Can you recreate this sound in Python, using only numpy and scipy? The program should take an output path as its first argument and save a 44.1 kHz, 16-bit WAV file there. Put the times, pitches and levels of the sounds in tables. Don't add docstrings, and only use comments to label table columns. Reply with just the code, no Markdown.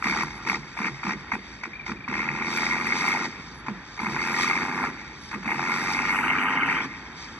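import sys
import numpy as np
from scipy import signal
from scipy.fft import rfft, irfft, next_fast_len
from scipy.io import wavfile
from scipy.ndimage import uniform_filter1d

SR = 44100
rng = np.random.default_rng(int(sys.argv[2]) if len(sys.argv) > 2 else 0)


def dump_mix(stems):
    frames = np.atleast_2d(stems).T
    limited = np.clip(frames, -1, 1)
    pcm = np.round(limited * 32767).astype(np.int16)
    wavfile.write(sys.argv[1], SR, pcm)


N = 325927
T = np.arange(N) / SR
FFT_SIZE = next_fast_len(N + SR)
HZ = np.maximum(np.arange(FFT_SIZE // 2 + 1) * SR / FFT_SIZE, 1)

# (start [s], length [s], chassis rattle [dB], its change by the end [dB],
# shell ring over rattle [dB], chain skitter over rattle [dB])
SHORT_PULLS = [(0.024, 0.2, -32, -2, 5, -9), (0.432, 0.031, -39.5, 3, -1, -11),
               (0.469, 0.088, -29, -6, 3.5, -10), (0.77, 0.11, -36, 2.5, 4.5, -12.5),
               (1.034, 0.094, -33.5, 0.5, 3.5, -12), (1.318, 0.029, -32, -0.5, 6, -13),
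               (1.633, 0.034, -36.5, -10, 6.5, -9), (1.861, 0.061, -35.5, -6.5, 2.5, -8.5),
               (3.665, 0.035, -33, -7, -4.5, -20), (3.973, 0.024, -37, -6, 2, -27),
               (5.312, 0.036, -37, 3, 1, -16.5), (5.427, 0.02, -41.5, 1, 4, -10)]
# (time [s], chassis rattle [dB], shell ring over rattle [dB],
# chain skitter over rattle [dB], sizzle over skitter at the usual rattle [dB])
LONG_PULLS = [
    [(2.08, -39, 5, -10, -5), (2.14, -34, 4, -13.5, -3), (2.36, -37, 3.5, -13.5, 0),
     (2.57, -32.5, 3.5, -5, -0.5), (2.68, -30.5, 0.5, -10, -6), (2.8, -33.5, 2.5, -12, 2.5),
     (2.96, -33, 2.5, -3.5, -3), (3.07, -30.5, 4.5, -9.5, 2), (3.26, -35, 1, -11.5, -1)],
    [(4.0, -34.5, 0, -12.5, -1), (4.14, -35, -0.5, -14, 1), (4.3, -32.5, 4, -8.5, 3),
     (4.45, -31.5, 6, -6, 5), (4.58, -30.5, 0.5, -11, -4), (4.73, -34.5, -0.5, -15.5, 3),
     (4.86, -28, -4.5, -27.5, -2), (4.9, -37, -3, -38, 3)],
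    [(5.46, -35, 0.5, -14, -9), (5.52, -33, 9, -15.5, 9), (5.57, -36.5, 3.5, -8.5, -5),
     (5.69, -31, 1, -13, 2), (5.82, -32.5, 1.5, -3.5, -4), (6.05, -33, 5.5, -13.5, 4.5),
     (6.3, -29.5, 2.5, -22, 9.5), (6.6, -31, 1, -34.5, 18), (6.71, -31, 8, -18.5, 9.5),
     (6.85, -36.5, 2, -11.5, 1)],
]
# (time [s], chassis [dB], shell [dB], chain [dB], tyres [dB])
SLACK_LEVELS = [(0, -33.5, -37, -47, -45), (.62, -50.5, -48, -54, -51.5), (.75, -51.5, -46, -51, -54),
                (1.3, -49.5, -47.5, -61, -78), (1.56, -64, -49, -55, -52), (1.9, -62, -51, -71, -61),
                (3.4, -50.5, -45.5, -54, -48), (3.65, -54, -67, -61.5, -64), (3.92, -53, -85, -53.5, -64),
                (5.0, -49, -42.5, -55, -47.5), (5.3, -55, -56, -52, -63), (6.95, -47.5, -44, -56, -48),
                (7.1, -48.5, -53, -56, -47), (7.22, -52.5, -48, -47, -64), (7.39, -46.5, -51, -58, -44)]
# (time [s], speed [rev/s])
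WHEEL_SPEED = [(2.3, 14), (2.732, 14.75), (3.13, 15.6), (3.25, 16.2), (4.1, 14.6), (4.384, 14.8),
               (4.9, 16.3), (5.55, 14.8), (5.778, 15.3), (5.988, 15.75), (6.426, 16.5), (6.6, 17.2),
               (6.85, 17.4)]
# (frequency [Hz], relative level [dB])
BACKGROUND_SPECTRUM = [(25, -25), (55, 5), (95, -3.5), (140, 1), (330, -2), (620, -12.5), (850, -7),
                       (1700, -5), (2200, -2), (2900, -18), (3600, -16), (5500, -26), (8000, -44),
                       (10950, -41), (11400, -62)]
# (frequency [Hz], nominal bandwidth [Hz], gain [dB])
CHASSIS_MODES = [(912, 151, 12), (1005, 100, 10), (1204, 134, 13.5), (1399, 98, 11), (1526, 336, 6)]
SHELL_MODES = [(1921, 84, 1), (2162, 130, 8), (2322, 150, 2), (2523, 76, -2)]
# (time [s], chassis level [dB], shell level [dB])
STONE_BUMPS = [(0.023, -20.5, -24), (0.067, -30, -16), (0.094, -33, -17), (0.164, -20, -49),
               (0.186, -24, -48), (0.206, -24.5, -20.5), (0.232, -17.5, -27), (0.464, -31, -44),
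               (0.496, -22, -11), (0.766, -29, -40), (0.788, -22, -47), (0.847, -21, -17.5),
               (0.872, -41, -18), (1.031, -24.5, -29), (1.09, -21, -32), (1.317, -19.5, -25),
               (1.352, -23, -25), (1.633, -29, -33), (1.654, -27, -32), (1.894, -21.5, -36),
               (1.916, -25.5, -30), (2.077, -22.5, -38), (2.1, -39, -25), (2.287, -32, -14),
               (2.415, -26, -43), (2.664, -38, -17), (2.78, -33, -19), (2.868, -28, -12.5),
               (2.903, -30, -17), (3.079, -19, -18), (3.246, -25, -44), (3.682, -25, -38),
               (3.999, -24, -53), (4.065, -18, -17), (4.162, -18.5, -20), (4.187, -61, -20),
               (4.304, -25, -31), (4.364, -22, -18), (4.443, -25, -38), (4.839, -26, -21),
               (5.337, -24, -26), (5.455, -26, -26), (5.486, -27, -24), (5.515, -20, -17),
               (5.592, -18, -41), (5.719, -21.5, -32), (5.989, -20, -14), (6.156, -26, -22),
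               (6.384, -23, -19), (6.424, -26, -24), (6.463, -30, -27), (6.724, -30, -20)]
# (frequency [Hz], gain [dB], time to decay by 60 dB [s])
TYRE_MODES = [(147, -13, 0.17), (205, 1, 0.03), (270, -2, 0.03), (333, -2, 0.044), (439, -6, 0.082)]
# (frequency [Hz], relative level [dB])
CHAIN_SPECTRUM = [(2500, -30), (2950, -3.5), (3900, 3.5), (4600, 2.5), (6000, 3), (7100, -10.5),
                  (8500, -10), (10000, -13), (12300, -29), (12800, -23.5), (13300, -47)]
# (time [s], level [dB])
TYRE_DROPS = [(0.055, -28), (0.473, -36), (0.797, -34), (1.044, -27), (1.328, -31), (1.656, -36),
              (1.91, -30), (2.085, -31.5), (3.681, -27.5), (4.026, -26), (5.344, -26.5), (5.466, -31)]
# (time [s], level [dB])
LINK_SNAPS = [(.0667, -45), (.0942, -39), (0.232, -38), (0.498, -34), (0.8722, -48), (2.5855, -44),
              (2.87, -34), (2.9801, -43), (3.087, -33), (4.329, -39), (4.4448, -45), (4.4662, -44),
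              (5.7193, -46), (5.9906, -49), (6.1679, -41), (6.424, -45)]
# (time [s], frequency [Hz], peak level [dB])
BODY_ROCKS = [(.2, 152.7, -36.5), (.56, 147, -37.5), (.89, 137.4, -36), (1.13, 145.6, -40),
              (2.28, 143.6, -33.5), (4.11, 143.5, -37), (5.54, 142.5, -37.5), (6.62, 278, -32.5)]
# (start [s], length [s], first frequency [Hz], last frequency [Hz], relative level [dB])
BIRD_CALLS = [(0.3, 0.13, 11270, 10100, -63), (3.53, 0.11, 10900, 10260, -63),
              (5.17, 0.15, 11200, 10400, -63)]
# (time [s], peak level [dB])
LINK_RINGS = [(1.732, -33), (1.752, -34), (1.764, -42), (1.792, -31), (1.807, -36), (1.829, -37),
              (1.9629, -39), (2.0023, -36), (2.039, -32.5)]
# (time [s], resonance [Hz], relative level [dB])
AXLE_STRAIN = [(5.9, 2596, -48), (6.151, 2734, -39.5), (6.549, 2871, -34.5), (6.72, 2800, -38),
               (6.821, 3188, -41), (6.858, 3304, -49), (6.88, 3326, -62)]
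# (frequency [Hz], width [Hz], gain [dB])
TREBLE_COLOUR = [(2900, 250, -4), (3350, 170, 7), (3700, 170, 6), (4000, 200, -5), (4280, 150, -7),
                 (4600, 420, 7), (4950, 200, -2), (5300, 280, 8), (5680, 150, -7), (6000, 300, 5),
                 (6550, 150, 4), (7500, 400, 4), (7820, 200, -4), (8100, 300, 6), (8550, 400, -3),
                 (9200, 200, -3), (9520, 400, 5), (10250, 300, -2), (10750, 600, 2)]
# (frequency [Hz], phase lead of right [half turns],
# left minus right [dB], diffuse share [dB])
STEREO_SPREAD = [(25, 0, 0, -30), (120, .1, -1, -25), (1500, .1, 0, -20), (1800, 0, 0, -18),
                 (1950, .16, 2, -14), (2050, 1.34, 0, -18), (2500, 1.7, 6, -16), (2850, 1.65, 7, -8),
                 (2950, 2.3, 0, -8), (3200, 2.64, -4, -7), (3600, 2.16, 0, -10), (3900, 2.07, -4, -6),
                 (4100, 1.02, 5, -8), (4450, 1.03, -4, -14), (4680, 3, 0, -40), (5150, 3, 0, -40),
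                 (5350, 2.77, 0, -12), (6000, 2.4, 0, -12), (6600, 2.7, 0, -6), (7050, 2.74, 5, -4),
                 (7500, 1.37, -6, -4), (8200, 1.6, 0, -6), (8700, 1.2, 0, -3), (9150, 1, 0, -45),
                 (10300, 1, 0, -45), (10500, .85, 0, -5), (11500, .15, 0, -5), (11800, 0, 0, -18)]

LUGS_PER_REV, KNOBS_PER_REV = 6, 72
USUAL_RATTLE_DB = -32


def undb(db):
    return 10 ** (np.asarray(db) / 20)


def unit(x):
    return x / np.sqrt(np.mean(x ** 2))


def through(x, response):
    return irfft(rfft(x, FFT_SIZE) * response, FFT_SIZE)[..., :N]


def spectrum(points):
    hz, db = np.transpose(points)
    return undb(np.interp(np.log(HZ), np.log(hz), db))


def resonance(hz, width):
    return 1 / (1 + 1j * (HZ / hz - hz / HZ) * hz / width)


def phase(hz):
    return 2 * np.pi * np.cumsum(hz) / SR


def drift(rate_hz):
    hold = int(SR / rate_hz)
    steps = np.repeat(rng.standard_normal(N // hold + 1), hold)
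    return 1.29 * uniform_filter1d(uniform_filter1d(steps, hold), hold)[:N]


def impulses(times, gains):
    out = np.zeros(N)
    np.add.at(out, np.minimum((np.asarray(times) * SR).astype(int), N - 1), gains)
    return out


def swell(pushes, rise_s, order=2):
    t = np.arange(int(6 * rise_s * SR)) / SR / rise_s
    return signal.oaconvolve(pushes, (t * np.exp(1 - t)) ** order)[:N]


def grit():
    return np.sign(rng.standard_normal(N))


def pulls():
    short = [[(start, db, *relative_db, -5), (start + length, db + change_db, *relative_db, -5)]
             for start, length, db, change_db, *relative_db in SHORT_PULLS]
    long = [list(map(tuple, rows)) for rows in LONG_PULLS]
    return [np.array(rows) for rows in sorted(short + long)]


def pull_level(level_of, slack_db, delay_s=0, stop_s=0.012, settle_db=-35):
    t, grip_s, settle_s = T[::64], 0.016, 0.18
    power = undb(np.interp(t, np.array(SLACK_LEVELS)[:, 0], slack_db)) ** 2
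    for rows in pulls():
        times, *levels = rows.T
        held = undb(np.interp(t, times, level_of(*levels)))
        rise = np.clip((t - times[0] - delay_s) / grip_s + .5, 0, 1)
        after = np.maximum(t - times[-1] - delay_s, 0)
        settling = undb(settle_db) * np.exp(-after / settle_s)
        fall = np.maximum(np.exp(-after / stop_s), settling)
        power += (rise * fall * held) ** 2
    return np.interp(T, t, 10 * np.log10(power))


def lug_times(start_rev_hz=11, speed_up_s=0.16):
    starts = np.array([rows[0, 0] for rows in pulls()])
    latest_start = starts[np.maximum(np.searchsorted(starts, T) - 1, 0)]
    since = np.maximum(T - latest_start, 0)
    full_speed = np.interp(T, *np.transpose(WHEEL_SPEED))
    speed = full_speed - (full_speed - start_rev_hz) * np.exp(-since / speed_up_s) ** 2
    count = np.cumsum(LUGS_PER_REV * speed * (1 + .004 * drift(25))) / SR
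    count -= np.interp(T - since, T, count)
    return np.flatnonzero(np.diff(np.floor(count))) / SR


def contact(lugs, spread_db, rise_s, rub, shared_db=0, order=2):
    sizes = undb(spread_db * rng.standard_normal(len(lugs)) + shared_db)
    return unit(unit(swell(impulses(lugs, sizes), rise_s, order)) + rub)


def outdoors(level_db=-43.5):
    bass, treble = 1 / (1 + (HZ / 500) ** 4), 1 / (1 + (3000 / HZ) ** 4)
    background = 0
    for band, waver_db, rate_hz in [(bass, 1.5, 6), (1 - bass - treble, 1.5, 9), (treble, 1.2, 4)]:
        noise = through(rng.standard_normal(N), spectrum(BACKGROUND_SPECTRUM) * band)
        background += noise * undb(waver_db * drift(rate_hz))
    return unit(background) * undb(level_db)


def panels(lugs, shared_db, modes, level_db, bump_db, spread_db, rise_s, click_db):
    rolling, response, jolt, power = 0, 0, 0, 0
    bumps = swell(impulses(np.array(STONE_BUMPS)[:, 0], undb(bump_db)), rise_s=0.003, order=5)
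    ground = grit()
    lowpass = 1 / (1 + (HZ / 3000) ** 6)
    for hz, width, db in modes:
        mode = undb(db) * resonance(hz, 1.345 * width) ** 2 * lowpass
        clicks = undb(click_db) * unit(impulses(lugs + rise_s, rng.standard_normal(len(lugs))))
        force = contact(lugs, spread_db, rise_s, rub=0.3, shared_db=shared_db, order=5) * ground + clicks
        rolling += through(force * undb(level_db), mode)
        response += mode
        mode_power = undb(db) ** 2 * width
        jolt += np.sqrt(mode_power) * np.sin(phase(hz + width / 2 * drift(200)))
        power += mode_power
    return rolling / np.sqrt(np.mean(np.abs(response) ** 2)) + bumps * jolt / np.sqrt(power)


def tyre_hum(lugs, level_db, lift_share=0.435):
    drum = sum(undb(db) * resonance(hz, np.log(1000) / np.pi / t60) for hz, db, t60 in TYRE_MODES)
    drum = drum * HZ ** 4 / (HZ ** 4 + 120 ** 4) / (1 + (HZ / 430) ** 4)
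    press = lugs[::LUGS_PER_REV]
    lift = press[:-1] + lift_share * np.diff(press)
    buzz = impulses(press, undb(rng.standard_normal(len(press))))
    buzz -= impulses(lift, undb(rng.standard_normal(len(lift))))
    turns = np.interp(T, press, np.arange(len(press)))
    knob = (turns * KNOBS_PER_REV).astype(int) % KNOBS_PER_REV
    height = rng.standard_normal(KNOBS_PER_REV)[knob]
    tread = unit(through(np.diff(height, prepend=0), 1 / (1 + HZ / 60)))
    rumble = contact(lugs, spread_db=1.6, rise_s=0.0041, rub=3.7) * grit()
    force = undb(-5.5) * unit(buzz) + undb(-7) * rumble + undb(-19) * tread
    return through(force * undb(level_db), drum) / np.sqrt(np.mean(np.abs(drum) ** 2))


def chain_skitter(lugs, level_db, sizzle_db, jingles_per_s=500):
    colour, treble = spectrum(CHAIN_SPECTRUM), 1 / (1 + (8500 / HZ) ** 8)
    friction = contact(lugs, spread_db=2.2, rise_s=0.0043, rub=1.0) * rng.standard_normal(N)
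    hits = (rng.random(N) < jingles_per_s / SR) * undb(3.4 * rng.exponential(size=N))
    jingles = unit(swell(hits, rise_s=0.00084) * grit())
    sizzle = (friction + undb(2) * jingles) * undb(sizzle_db + 2.9 * drift(12))
    skitter = friction * undb(level_db + 2 * drift(18))
    links = through(skitter, colour * (1 - treble)) + through(sizzle, colour * treble)
    return links / np.sqrt(np.mean(colour ** 2))


def tyre_thuds():
    t = np.arange(SR // 2) / SR
    angle = phase(185 + 90 * np.exp(-t / 0.0187))
    notes = np.sin(angle) + 0.39 * np.sin(0.64 * angle) * np.exp(-t / 0.037)
    thud = notes * np.exp(-t / 0.04) * np.minimum(t / 0.0067, 1)
    times, db = np.transpose(TYRE_DROPS)
    return signal.oaconvolve(impulses(times, undb(db)), thud)[:N] * undb(3.5 * drift(90))


def chain_snaps():
    times, db = np.transpose(LINK_SNAPS)
    response = resonance(10800, 6000) ** 2 / (1 + (HZ / 12800) ** 16)
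    return through(swell(impulses(times, undb(db)), rise_s=0.0011) * grit(), response)


def body_rocking():
    return sum(swell(impulses([time], undb(db)), rise_s=0.039) * np.sin(2 * np.pi * hz * T)
               for time, hz, db in BODY_ROCKS)


def bird():
    calls, waver_hz = 0, 80 * drift(300)
    for start, length, first_hz, last_hz, db in BIRD_CALLS:
        progress = np.clip((T - start) / length, 0, 1)
        tone = np.sin(phase(first_hz + (last_hz - first_hz) * progress + waver_hz))
        calls += undb(db) * np.sqrt(2) * np.sin(np.pi * progress) * tone
    return calls * undb(4 * drift(250) - 9)


def chain_rings(pitch_hz=2360, waver_hz=45):
    times, db = np.transpose(LINK_RINGS)
    envelope = swell(impulses(times, undb(db)), rise_s=0.0057)
    return envelope * np.sin(phase(pitch_hz + waver_hz * drift(110)))


def axle(lugs):
    times, hz, db = np.transpose(AXLE_STRAIN)
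    angle = phase(np.interp(T, times, hz))
    rattle = 0
    for ratio, cutoff_hz, gain_db in [(1, 260, 0), (0.5, 200, 7.5)]:
        force = contact(lugs, spread_db=6.2, rise_s=0.0051, rub=0.23) * grit()
        flutter = unit(through(force, 1 / (1 + (HZ / cutoff_hz) ** 4)))
        rattle += undb(gain_db) * flutter * np.sin(ratio * angle)
    return rattle * undb(np.interp(T, times, db, left=-np.inf))


def scene():
    _, chassis_slack, shell_slack, chain_slack, tyre_slack = np.transpose(SLACK_LEVELS)
    rattle_db = pull_level(lambda rattle, *_: rattle, chassis_slack)
    ring_db = pull_level(lambda rattle, ring, *_: rattle + ring, shell_slack)
    skitter_db = pull_level(lambda rattle, ring, skitter, _: rattle + skitter, chain_slack, settle_db=-17)
    sizzle_db = pull_level(lambda rattle, ring, skitter, sizzle: rattle + skitter + sizzle,
                           chain_slack, settle_db=-17)
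    sizzle_db += 0.8 * (rattle_db - USUAL_RATTLE_DB)
    hum_db = pull_level(lambda rattle, *_: -35 + 0.39 * (rattle - USUAL_RATTLE_DB),
                        tyre_slack, delay_s=0.019, stop_s=0.024)
    lugs = lug_times()
    shared_db = 0.97 * rng.standard_normal(len(lugs))
    _, chassis_bump_db, shell_bump_db = np.transpose(STONE_BUMPS)
    chassis = panels(lugs, shared_db, CHASSIS_MODES, rattle_db, chassis_bump_db,
                     spread_db=2.2, rise_s=0.0033, click_db=-8.5)
    shell = panels(lugs, shared_db, SHELL_MODES, ring_db, shell_bump_db,
                   spread_db=2.6, rise_s=0.0036, click_db=-10)
    truck = chassis + shell + axle(lugs) + tyre_hum(lugs, hum_db) + tyre_thuds() + body_rocking()
    chain = chain_skitter(lugs, skitter_db, sizzle_db) + chain_snaps() + chain_rings()
    return np.tile(truck + chain + bird() + outdoors(), (2, 1))


def record(dry, cutoff_hz=13700):
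    colour_db = sum(db * np.exp(-4 * ((HZ - hz) / width) ** 2) for hz, width, db in TREBLE_COLOUR)
    spread_hz, *columns = np.transpose(STEREO_SPREAD)
    lead, pan_db, diffuse_db = (np.interp(HZ, spread_hz, column) for column in columns)
    half_shift = undb(pan_db / 2) * np.exp(-.5j * np.pi * lead)
    tail = rng.standard_normal(SR // 10) * np.exp(-np.arange(SR // 10) / SR / 0.014)
    diffuse = undb(diffuse_db) * rfft(tail / np.linalg.norm(tail), FFT_SIZE)
    left, right = (1 + diffuse) * half_shift, (1 - diffuse) / half_shift
    heard = through(dry, undb(colour_db) * np.array([left, right]))
    return signal.sosfilt(signal.ellip(8, .2, 70, cutoff_hz, fs=SR, output="sos"), heard)


dry = scene()
out = record(dry)
dump_mix(out)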